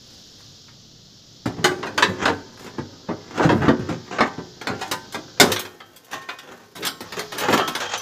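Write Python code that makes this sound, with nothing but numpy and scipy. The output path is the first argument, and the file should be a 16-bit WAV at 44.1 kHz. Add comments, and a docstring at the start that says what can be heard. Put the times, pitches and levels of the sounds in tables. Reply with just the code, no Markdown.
"""In a workshop, a hand works a rusted sheet-steel piece out of a car floor, close to the microphone.
The piece creaks and knocks against the body, snaps free, then rings as it is dragged over the rusty edge.
Each contact is a burst of tiny slips, made of random clicks, that shakes the ringing modes of the panels.
Springing edges add decaying tones; filtered noise gives a hiss that swells and dips, above a low rumble."""
import sys
import numpy as np
from scipy import signal
from scipy.fft import rfft, irfft, next_fast_len
from scipy.io import wavfile

SR = 44100
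rng = np.random.default_rng(int(sys.argv[2]) if len(sys.argv) > 2 else 0)


def transcribe(u):
    """Save the signal u as a 16-bit wav file named by the first command-line argument.

    u: samples, shape (n,) or (channels, n), limited to [-1, 1]; the rate is SR.
    q: integer samples, one column per channel.
    """
    v = np.clip(np.atleast_2d(u).T, -1, 1)
    q = np.round(v * 32767).astype(np.int16)
    wavfile.write(sys.argv[1], SR, q)


N = 353241  # length in samples, about 8 s
RING_SIZE = 32768  # longest ringing of one knock, in samples
SNAP_S = 5.40  # the piece comes free, in seconds
PIVOT_HZ = 1000  # hardness and narrowness tilt the colour around this pitch

# Knocks of the piece against the body. Hard edges are bright, soft flat blows dull; a narrow edge
# favours the middle. Each row: start in seconds, strength in dB, hardness in dB per octave,
# narrowness in dB per octave squared, crumbling time in seconds (the slips spread over up to four times it).
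CLANKS = [(0.405, -53, 1.5, 0, 0.0021), (.681, -50.5, 7.5, 3.5, 0.0032), (1.457, -19.5, -3, -0.3, .005),
          (1.582, -26, -6, -0.1, 0.0013), (1.642, -12.5, 3, 1, 0.0026), (1.829, -26, 1.5, 2.5, 0.0017),
          (1.867, -29.5, 1.5, 1.6, 0.00086), (1.977, -17, 3.5, 1.57, .0012), (2.024, -11, 4, 2.3, 0.0015),
          (2.255, -15.5, 1.4, 1.66, .0006), (2.277, -16.5, -1, 1.5, .003),
          (2.662, -35.5, -0.5, 0.5, 0.0046), (2.782, -24, -4.5, 0.44, 0.0026),
          (3.086, -21, -5.5, 1.54, 0.0061), (3.377, -24, -1.5, .7, 0.0014), (3.395, -15, -4.5, 3.5, 0.0033),
          (3.427, -21, -1, 1.4, .0033), (3.446, -12, -5, -0.2, 0.0027), (3.49, -13.5, -2.5, 1.5, 0.0062),
          (3.517, -13, -5, 0, 0.0025), (3.597, -18.5, -17, 1, .0006), (3.631, -21, -4, .7, .004),
          (3.682, -11.5, -3.5, .9, 0.0024), (3.792, -23.5, -5.5, -0.95, 0.00051),
          (3.888, -21.5, -3.5, 0, 0.0075), (4.185, -20, 0, 2.5, 0.0008), (4.206, -13, 0.9, 2.4, 0.0007),
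          (4.376, -28, -5, 0.7, 0.0058), (4.613, -33, 2, 1, 0.0019), (4.671, -23, 3, 1.5, 0.00055),
          (4.811, -28, 4, 1.4, 0.0042), (4.913, -21.5, 2.5, 0, .0025), (5.123, -37, 4.5, 0.1, 0.0049),
          (5.145, -25.5, 0.5, .7, 0.0027), (5.399, -6, 2, 0, 0.0034), (5.423, -16, -4, 2, .0065),
          (5.518, -20, 7, 0.96, 0.0016), (5.562, -25, 10, 3, 0.00058), (5.593, -28, 6, .2, 0.002),
          (5.651, -35.5, 2.5, 1.2, 0.00059), (5.803, -39.5, 5, 3.1, .0016), (5.961, -44, 9.5, 0.7, 0.0041),
          (6.046, -50, 7, 0, 0.00056), (6.111, -34.5, 3, 0.6, 0.0087), (6.216, -46, 4, 1, 0.0022),
          (6.288, -28.5, 5.5, 3, 0.0031), (6.387, -39, 6.5, 1.6, .0006), (6.753, -34.5, 1.5, 0, 0.0075),
          (6.823, -28, 8.5, 2.8, 0.0092), (6.851, -25, 5, 0.3, 0.0009), (6.867, -22, 7, 1, 0.00054),
          (7.006, -31.5, 0, -0.3, 0.0016), (7.122, -32, 4, 1.2, 0.0019), (7.193, -27.5, 4.5, 0.8, 0.00069),
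          (7.32, -29, 1.5, 0.5, 0.0078), (7.379, -24.5, 3.5, -0.1, .009), (7.485, -16, -1.5, 1.5, 0.00058),
          (7.527, -17, 1.7, 1.5, 0.0012), (7.576, -21.5, 2.5, 1.1, 0.00076),
          (7.596, -18.5, 0, 2.5, 0.00063), (7.677, -23.5, 1.5, 0.17, 0.0012),
          (7.751, -23.5, 3.5, 0.9, 0.00097), (7.802, -29, 4, 1.3, 0.00053), (7.977, -37.5, 7, 0, 0.00045)]
# Colour of the shaken steel. Each row: frequency in Hz, relative level in dB per Hz.
STEEL = [(35, -37), (65, -24.5), (98, 1.5), (130, -2.5), (275, 1.5), (420, 0.5), (600, -7.5), (780, -5.5),
         (1000, -7), (1550, -5.5), (2300, -15.5), (3200, -12), (4800, -19), (6700, -12.5), (8600, -32.5),
         (14000, -31.5)]
# The freed piece adds its own voice to that colour. Each row: frequency in Hz, boost in dB.
FREE_COLOUR = [(70, 1), (180, 1), (430, 2), (1000, 2.5), (2000, 0.5), (3200, 4.5), (4500, 2), (6200, 0.5),
               (9000, 0.5), (12500, 8)]


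def clanks(dense, held, freed, length_s=0.028, scatter_db=3, first_slip=2.9, sharp_s=0.0044, count=9):
    """Each contact is a quick run of slips as the rust crumbles; soft ones thud, hard ones rasp."""
    out = np.zeros(N + 2 * RING_SIZE)
    grid = np.geomspace(35, 15000, 60)
    octaves = np.clip(np.log2(grid / PIVOT_HZ), -3, 3.5)
    for s, db, hardness, narrowness, crumble_s in CLANKS:
        # slips crowd at the start, then thin out and weaken
        turn = (np.arange(count) + rng.random(count)) / count
        lags = 2 * (turn + turn ** 3) * crumble_s * SR
        lags = np.minimum(lags, RING_SIZE / 2).astype(int)
        sizes = undb(scatter_db * rng.standard_normal(count)) * (1 - turn / 2)
        push = np.bincount(lags, rng.choice([-1, 1], count) * sizes)
        push[0] += first_slip * np.exp(-crumble_s / sharp_s)  # a brisk contact opens with a tick

        modes = freed if s > SNAP_S else held
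        blow = signal.fftconvolve(push, response(dense, modes))[:RING_SIZE]
        colour_db = spectrum_db(STEEL, grid) + contact_db(octaves, hardness, narrowness)
        if s > SNAP_S:
            colour_db = colour_db + spectrum_db(FREE_COLOUR, grid)
        blow = unit(impose(blow, zip(grid, colour_db)))
        start = int(s * SR)
        # the strength is the loudness the blow would have if packed into length_s
        out[start:start + RING_SIZE] += undb(db) * blow * np.sqrt(length_s * SR / RING_SIZE)
    return out[:N]


def contact_db(octaves, hardness, narrowness):
    """How a contact tilts and arches the colour of the steel, at so many octaves from the pivot."""
    return hardness * octaves - narrowness * octaves ** 2


def response(dense, named, crack_db=-4, crack_s=0.013, rattle_db=-2, rattle_s=0.023,
             room_db=-13, room_s=0.06, vary=1.0, bend=0.0497):
    """The steel struck at a new spot: its modes, a crack, a short rattle and the workshop's echo."""
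    t = np.arange(RING_SIZE) / SR
    out = rng.standard_normal(len(dense)).astype(np.float32) @ dense
    stretch = np.exp(bend * (2 * rng.random() - 1))
    out = np.interp(t * stretch, t, out)  # bending retunes the thin sheet
    strengths = 1 + vary * (2 * rng.random(len(named)) - 1)
    signs = rng.choice([-1, 1], len(named))
    out = out + (signs * strengths).astype(np.float32) @ named
    # crack, rattle and echo are fading bursts of noise
    for db, decay_s in (crack_db, crack_s), (rattle_db, rattle_s), (room_db, room_s):
        burst = unit(rng.standard_normal(RING_SIZE) * np.exp(-t / decay_s))
        out = out + undb(db) * burst / np.sqrt(RING_SIZE)
    return out


def dense_modes(low_t60_s=0.32, high_t60_s=0.067, spread=0.074, count=220):
    """The crowded modes of crumpled sheet; rust damps each by a different amount."""
    hz = np.geomspace(570, 15500, count) - 500
    spacing = np.gradient(hz)
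    hz = hz + spacing * rng.uniform(-0.63, 0.77, count)
    t60 = np.geomspace(low_t60_s, high_t60_s, count) * np.exp(spread * rng.standard_normal(count))
    # equal energy per Hz, whatever the damping
    db = 10 * np.log10(spacing * t60 * 2 / np.log(1000))
    return ringing(np.column_stack([hz, db, t60]))


def ringing(modes):
    """One decaying sine per (Hz, dB, t60) row, with that gain at its resonance."""
    hz, db, t60 = np.transpose(modes).astype(np.float32)[:, :, None]
    t = np.arange(RING_SIZE, dtype=np.float32) / SR
    loss = 3 * np.log(np.float32(10)) / np.maximum(t60, .02)
    decay = np.exp(-np.minimum(loss * t, 20))
    return 2 * loss / SR * undb(db) * decay * np.sin(2 * np.pi * hz * t)


def scraping(dense, held, freed, slip_hz=330, scatter_db=5, catch_db=3,
             groan_db=-1, scrape_db=-1, rasp_db=-1, grit_db=-1, size=8192):
    """Stick-slip clicks of uneven size: their low part bends the panel, their high part grinds the rust."""
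    sizes = undb(scatter_db * np.minimum(rng.exponential(size=N), 3))
    slips = (rng.random(N) < slip_hz / SR) * rng.choice([-1, 1], N) * sizes
    slips = tint(slips * undb(catch_db * flicker(count=640)), STEEL)  # the edge catches and lets go

    # groan, scrape, rasp and grit each fill one band of pitch, in Hz
    zones = [(70, 550), (550, 2500), (2500, 8000), (8000, 15000)]
    gains = undb([groan_db, scrape_db, rasp_db, grit_db])[:, None] * rub_levels()
    force = np.zeros(N)
    for zone, gain in zip(zones, gains):
        band = signal.butter(4, zone, "band", fs=SR, output="sos")
        force += gain * unit(signal.sosfilt(band, slips))

    flat = [(40, 0), (16000, 0)]
    out = np.zeros(N + 2 * RING_SIZE)
    # the contact point moves on, and each stretch of edge shakes the modes differently
    for start in range(0, N, size):
        modes, colour = (freed, FREE_COLOUR) if start > SNAP_S * SR else (held, flat)
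        spot = impose(response(dense, modes), colour)
        shaken = signal.fftconvolve(force[start:start + size], spot)
        out[start:start + len(shaken)] += shaken
    # the crackle of the rust also comes straight from the contact
    direct = .15
    return np.sqrt(1 - direct) * out[:N] + np.sqrt(direct) * force


# Pulls that drag the rusty edge over the body. Each row: moment of the hardest pull in seconds, swell in
# seconds, release in seconds, relative level in dB, hardness in dB per octave,
# narrowness in dB per octave squared.
PULLS = [(.15, 0.98, 1, -57, 1, 0), (1.702, 0.19, 0.18, -27, -3, 0), (2.12, 0.49, 0.093, -27, -4, -0.4),
         (2.225, 0.096, 0.072, -24, 0, 2), (2.30, 0.11, 0.14, -29, -2.5, -0.1),
         (2.63, 0.12, 0.093, -36.5, 0, 0), (3.419, 0.16, 0.065, -20.5, .5, 0.65),
         (3.56, 0.054, 0.21, -23.5, -8.5, -1.5), (3.649, 0.12, 0.071, -23.5, -2, 5),
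         (3.93, 0.19, 0.085, -30, -1, 0.5), (4.16, 0.097, 0.15, -22.5, 0.6, 1),
         (4.233, 0.054, 0.064, -21, -1, 0.5), (4.705, 0.086, 0.085, -25.5, -4, 1.3),
         (4.84, 0.11, 0.13, -33, 3, .7), (5.48, 0.12, 0.17, -25.5, -0.5, .5),
         (6.13, 0.081, 0.19, -36, 3.5, 1), (6.498, 0.16, 0.12, -41, 0, 1.3),
         (6.624, .1, 0.047, -42, 1, 0.5), (6.80, .06, 0.17, -30.5, -3, -0.5),
         (7.05, 0.047, 0.058, -35.5, -0.5, 1.5), (7.169, 0.082, 0.1, -27.5, 0.5, 0.4),
         (7.418, 0.084, .12, -16.5, 1.5, 1.9), (7.535, 0.13, 0.11, -20.5, 0.5, 0.3),
         (7.82, 0.14, 0.2, -27.5, 5, 1.5), (7.919, .08, 0.15, -26, 8.5, 2.5)]
# What rubbing shakes: groan, scrape, rasp and grit. Each row: octaves from the pivot, relative level in dB.
RUB_PARTS = [(-2, 0.5), (0, -2), (1.46, -11.5), (6, -11.5)]
PULL_RANGE_DB = 23.5  # a pull rises by this much over its swell and falls by it over its release
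GRIP_S = 1.47  # the wedged piece starts to chafe, in seconds
# light chafing, dull while wedged and grittier once free: relative level, hardness, narrowness as above
WEDGED_CHAFE, FREE_CHAFE = (-45, -3, 0.47), (-53.5, 0, 0)


def rub_levels():
    """Gain of groan, scrape, rasp and grit over time: each pull swells and lets go, above the light chafing."""
    t = np.arange(0, N, 64) / SR
    octaves, part_db = np.transpose(RUB_PARTS)
    rubs = [((t > GRIP_S) & (t < SNAP_S), *WEDGED_CHAFE), (t > SNAP_S, *FREE_CHAFE)]
    for s, swell_s, release_s, *contact in PULLS:
        away = np.maximum((s - t) / swell_s, (t - s) / release_s)
        rubs.append((undb(-PULL_RANGE_DB * away), *contact))
    power = 0
    for envelope, db, hardness, narrowness in rubs:
        # a contact's power is shared out among the four parts
        shares = undb(part_db + contact_db(octaves, hardness, narrowness)) ** 2
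        power = power + np.outer(shares / shares.sum(), (undb(db) * envelope) ** 2)
    return curves(np.column_stack([t, np.sqrt(power).T]))


# An edge catches and springs loose. Each row: start in seconds, ring level in dB,
# frequency in Hz of the modes excited most.
FLICKS = [(1.645, -23, 364), (2.258, -32, 1550), (3.681, -15, 257), (4.206, -22, 253), (4.21, -29, 820),
          (4.673, -32.5, 804), (4.815, -32, 835), (4.926, -34, 920), (5.52, -45, 1560),
          (5.806, -52.5, 3200), (6.123, -39, 1836), (6.132, -39.5, 1020), (6.289, -44, 2490),
          (7.597, -26.5, 1224), (7.6, -32.5, 3220), (7.804, -43, 5890), (7.859, -36.5, 3280),
          (7.977, -37, 5900)]
# Ringing of the car floor and pillar. Each row: frequency in Hz, relative gain in dB,
# time to fade by 60 dB in seconds when nothing grips it.
FLOOR_MODES = [(98, 10, .5), (167, 7, .3), (236, 6, .25), (284, 8, .25), (318, 4, .3), (364, 8, .7),
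               (420, 5, .4), (519, 6, .25), (614, 2, .3), (755, 8, .3), (798, 5, .7), (900, 5, .5),
               (1002, 7, .3), (1160, 5, .3), (1262, 5, .25), (1384, 4, .2), (1459, 3, .4), (1545, 10, .45),
               (1665, 5, .2), (1760, 7, .3), (2137, 3, .2), (3330, 3, .2), (6100, 6, .12)]
# Ringing of the freed piece. Each row: frequency in Hz, relative gain in dB,
# time to fade by 60 dB in seconds.
PIECE_MODES = [(423, 6, .7), (700, 3, .6), (1076, 11, .7), (1152, 3, .5), (1304, 9, .5), (1550, 8, .9),
               (1836, 11, 1.0), (2256, 3, .4), (2485, 8, .3), (2955, 3, .4), (3170, 8, .35), (3228, 7, .6),
               (3800, 7, .4), (3935, 5, .4), (4474, 3, .4), (4850, 4, .4), (5960, 10, .5), (6083, 6, .4),
               (7477, 8, .4)]


def flicks(floor, piece, octaves=0.15, length_s=0.063, grip_s=0.17, lowest_hz=60):
    """A springing edge rings a few neighbouring modes: the floor's while the piece is held, then its own."""
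    out = np.zeros(N + 2 * RING_SIZE)
    grip = np.exp(-np.arange(RING_SIZE) / SR / grip_s)  # the wedged piece damps the floor
    for s, db, hz in FLICKS:
        modes, rings, damping = (PIECE_MODES, piece, 1) if s > SNAP_S else (FLOOR_MODES, floor, grip)
        weights = np.exp(-(np.log2(np.array(modes)[:, 0] / hz) / octaves) ** 2)
        ring = unit(damping * (weights @ rings))
        start = int(s * SR)
        out[start:start + RING_SIZE] += undb(db) * ring * np.sqrt(length_s * SR / RING_SIZE)
    # the rings carry no deep bass
    return signal.sosfilt(signal.butter(2, lowest_hz, "high", fs=SR, output="sos"), out[:N])


# Colour of the workshop background. Each row: frequency in Hz, relative level in dB per Hz.
SHOP = [(30, -10), (80, -4.5), (115, 4), (235, -3.5), (400, -9.5), (700, -16), (1000, -21.5), (1400, -20.5),
        (2400, -26), (3200, -12.5), (5200, -9), (7000, -18.5), (8700, -45), (14500, -34)]
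# The hiss swells briefly at first. Each row: time in seconds, boost of the hiss in dB.
HISS_LEVEL = [(0, 2), (.2, 4), (.52, 3.5), (.7, 0.5), (1.4, 1), (4.4, 2), (8, 6)]
SHOP_DB = -48  # background level before the hiss boost and the dip
# the background dips at the snap, stays low and comes back
DIP_DB, DIP_FALL_S, DIP_HOLD_S, DIP_RETURN_S = -13.5, 0.17, 1.36, 0.17


def workshop(split_hz=2200):
    """A smooth hiss, as of escaping air, above a low rumble, both filtered noise; both dip after the snap."""
    hiss_db, = curves(HISS_LEVEL)
    dip_times = SNAP_S + np.cumsum([0, DIP_FALL_S, DIP_HOLD_S, DIP_RETURN_S])
    dip_db = np.interp(np.arange(N) / SR, dip_times, [0, DIP_DB, DIP_DB, 0])
    air = undb(SHOP_DB) * unit(tint(rng.standard_normal(N), SHOP))
    rumble = signal.sosfiltfilt(signal.butter(2, split_hz, fs=SR, output="sos"), air)
    flicker_db = .5
    hiss = (air - rumble) * undb(hiss_db + flicker_db * flicker(count=90))
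    return undb(dip_db) * (rumble + hiss)


def flicker(count):
    """A random level that passes through count values; spread near 1."""
    return np.interp(np.arange(N), np.linspace(0, N, count), rng.standard_normal(count))


def undb(db):
    """Decibels to gain."""
    return 10 ** (np.asarray(db) / 20)


def unit(x):
    """Scale to rms 1."""
    return x / np.sqrt(np.mean(x ** 2) + 1e-20)


def curves(table):
    """The columns of a timed table, one value per sample."""
    s, *columns = np.transpose(table)
    return [np.interp(np.arange(N) / SR, s, c) for c in columns]


def spectrum_db(points, hz):
    """Read (Hz, dB) points on a log-frequency axis."""
    f, db = np.transpose(sorted(map(tuple, points)))
    return np.interp(np.log(hz + 1), np.log(f), db)


def tint(x, points):
    """Causal filter with the gain of the (Hz, dB) points."""
    size = next_fast_len(len(x), real=True)
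    gain = undb(spectrum_db(points, np.fft.rfftfreq(size, 1 / SR)))
    # folding the cepstrum forward in time keeps the filter from sounding early
    cepstrum = irfft(np.log(gain), size)
    cepstrum[1:size // 2] *= 2
    cepstrum[size // 2 + 1:] = 0
    return irfft(rfft(x, size) * np.exp(rfft(cepstrum)), size)[:len(x)]


def zone_db(power, hz, zones):
    """Summed power in each (low, high) zone, in dB."""
    return np.array([10 * np.log10(power[a:b].sum() + 1e-20) for a, b in np.searchsorted(hz, zones)])


def impose(x, points):
    """Give x the broad spectrum of the points and keep its narrow resonances."""
    centres = np.geomspace(40, 16000, 17)
    zones = np.outer(centres, [.78, 1.28])
    power, hz = np.abs(rfft(x)) ** 2, np.fft.rfftfreq(len(x), 1 / SR)
    own_db = zone_db(power, hz, zones) - zone_db(np.ones(len(hz)), hz, zones)
    return tint(x, zip(centres, spectrum_db(points, centres) - own_db))


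# Width of the sound. Each row: frequency in Hz, level of the side against the middle in dB.
WIDTH = [(60, -56), (700, -56), (2500, -49), (6000, -42.5), (14000, -24)]


def scene(floor_db=-2, freed_floor_db=-7, piece_db=-2):
    """All sources lie straight ahead; reflections in the car's shell widen them a little."""
    dense, floor, piece = dense_modes(), ringing(FLOOR_MODES), ringing(PIECE_MODES)
    # once free, the floor rings less and the piece joins in
    held = np.float32(floor * undb(floor_db))
    freed = np.float32(np.vstack([floor * undb(freed_floor_db), piece * undb(piece_db)]))
    mid = clanks(dense, held, freed) + scraping(dense, held, freed) + flicks(floor, piece) + workshop()
    shell = unit(rng.standard_normal(size=256)) / np.sqrt(256)
    side = tint(signal.oaconvolve(mid, shell)[:N], WIDTH)
    return np.array([mid + side, mid - side])


TOP_HZ = 14800  # nothing much is heard above this


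def record(dry):
    """The recorder rounds peaks near full scale and cuts the top."""
    rounded = dry / (1 + dry ** 6) ** (1 / 6)
    return signal.sosfilt(signal.ellip(10, .2, 70, TOP_HZ, fs=SR, output="sos"), rounded)


dry = scene()
out = record(dry)
transcribe(out)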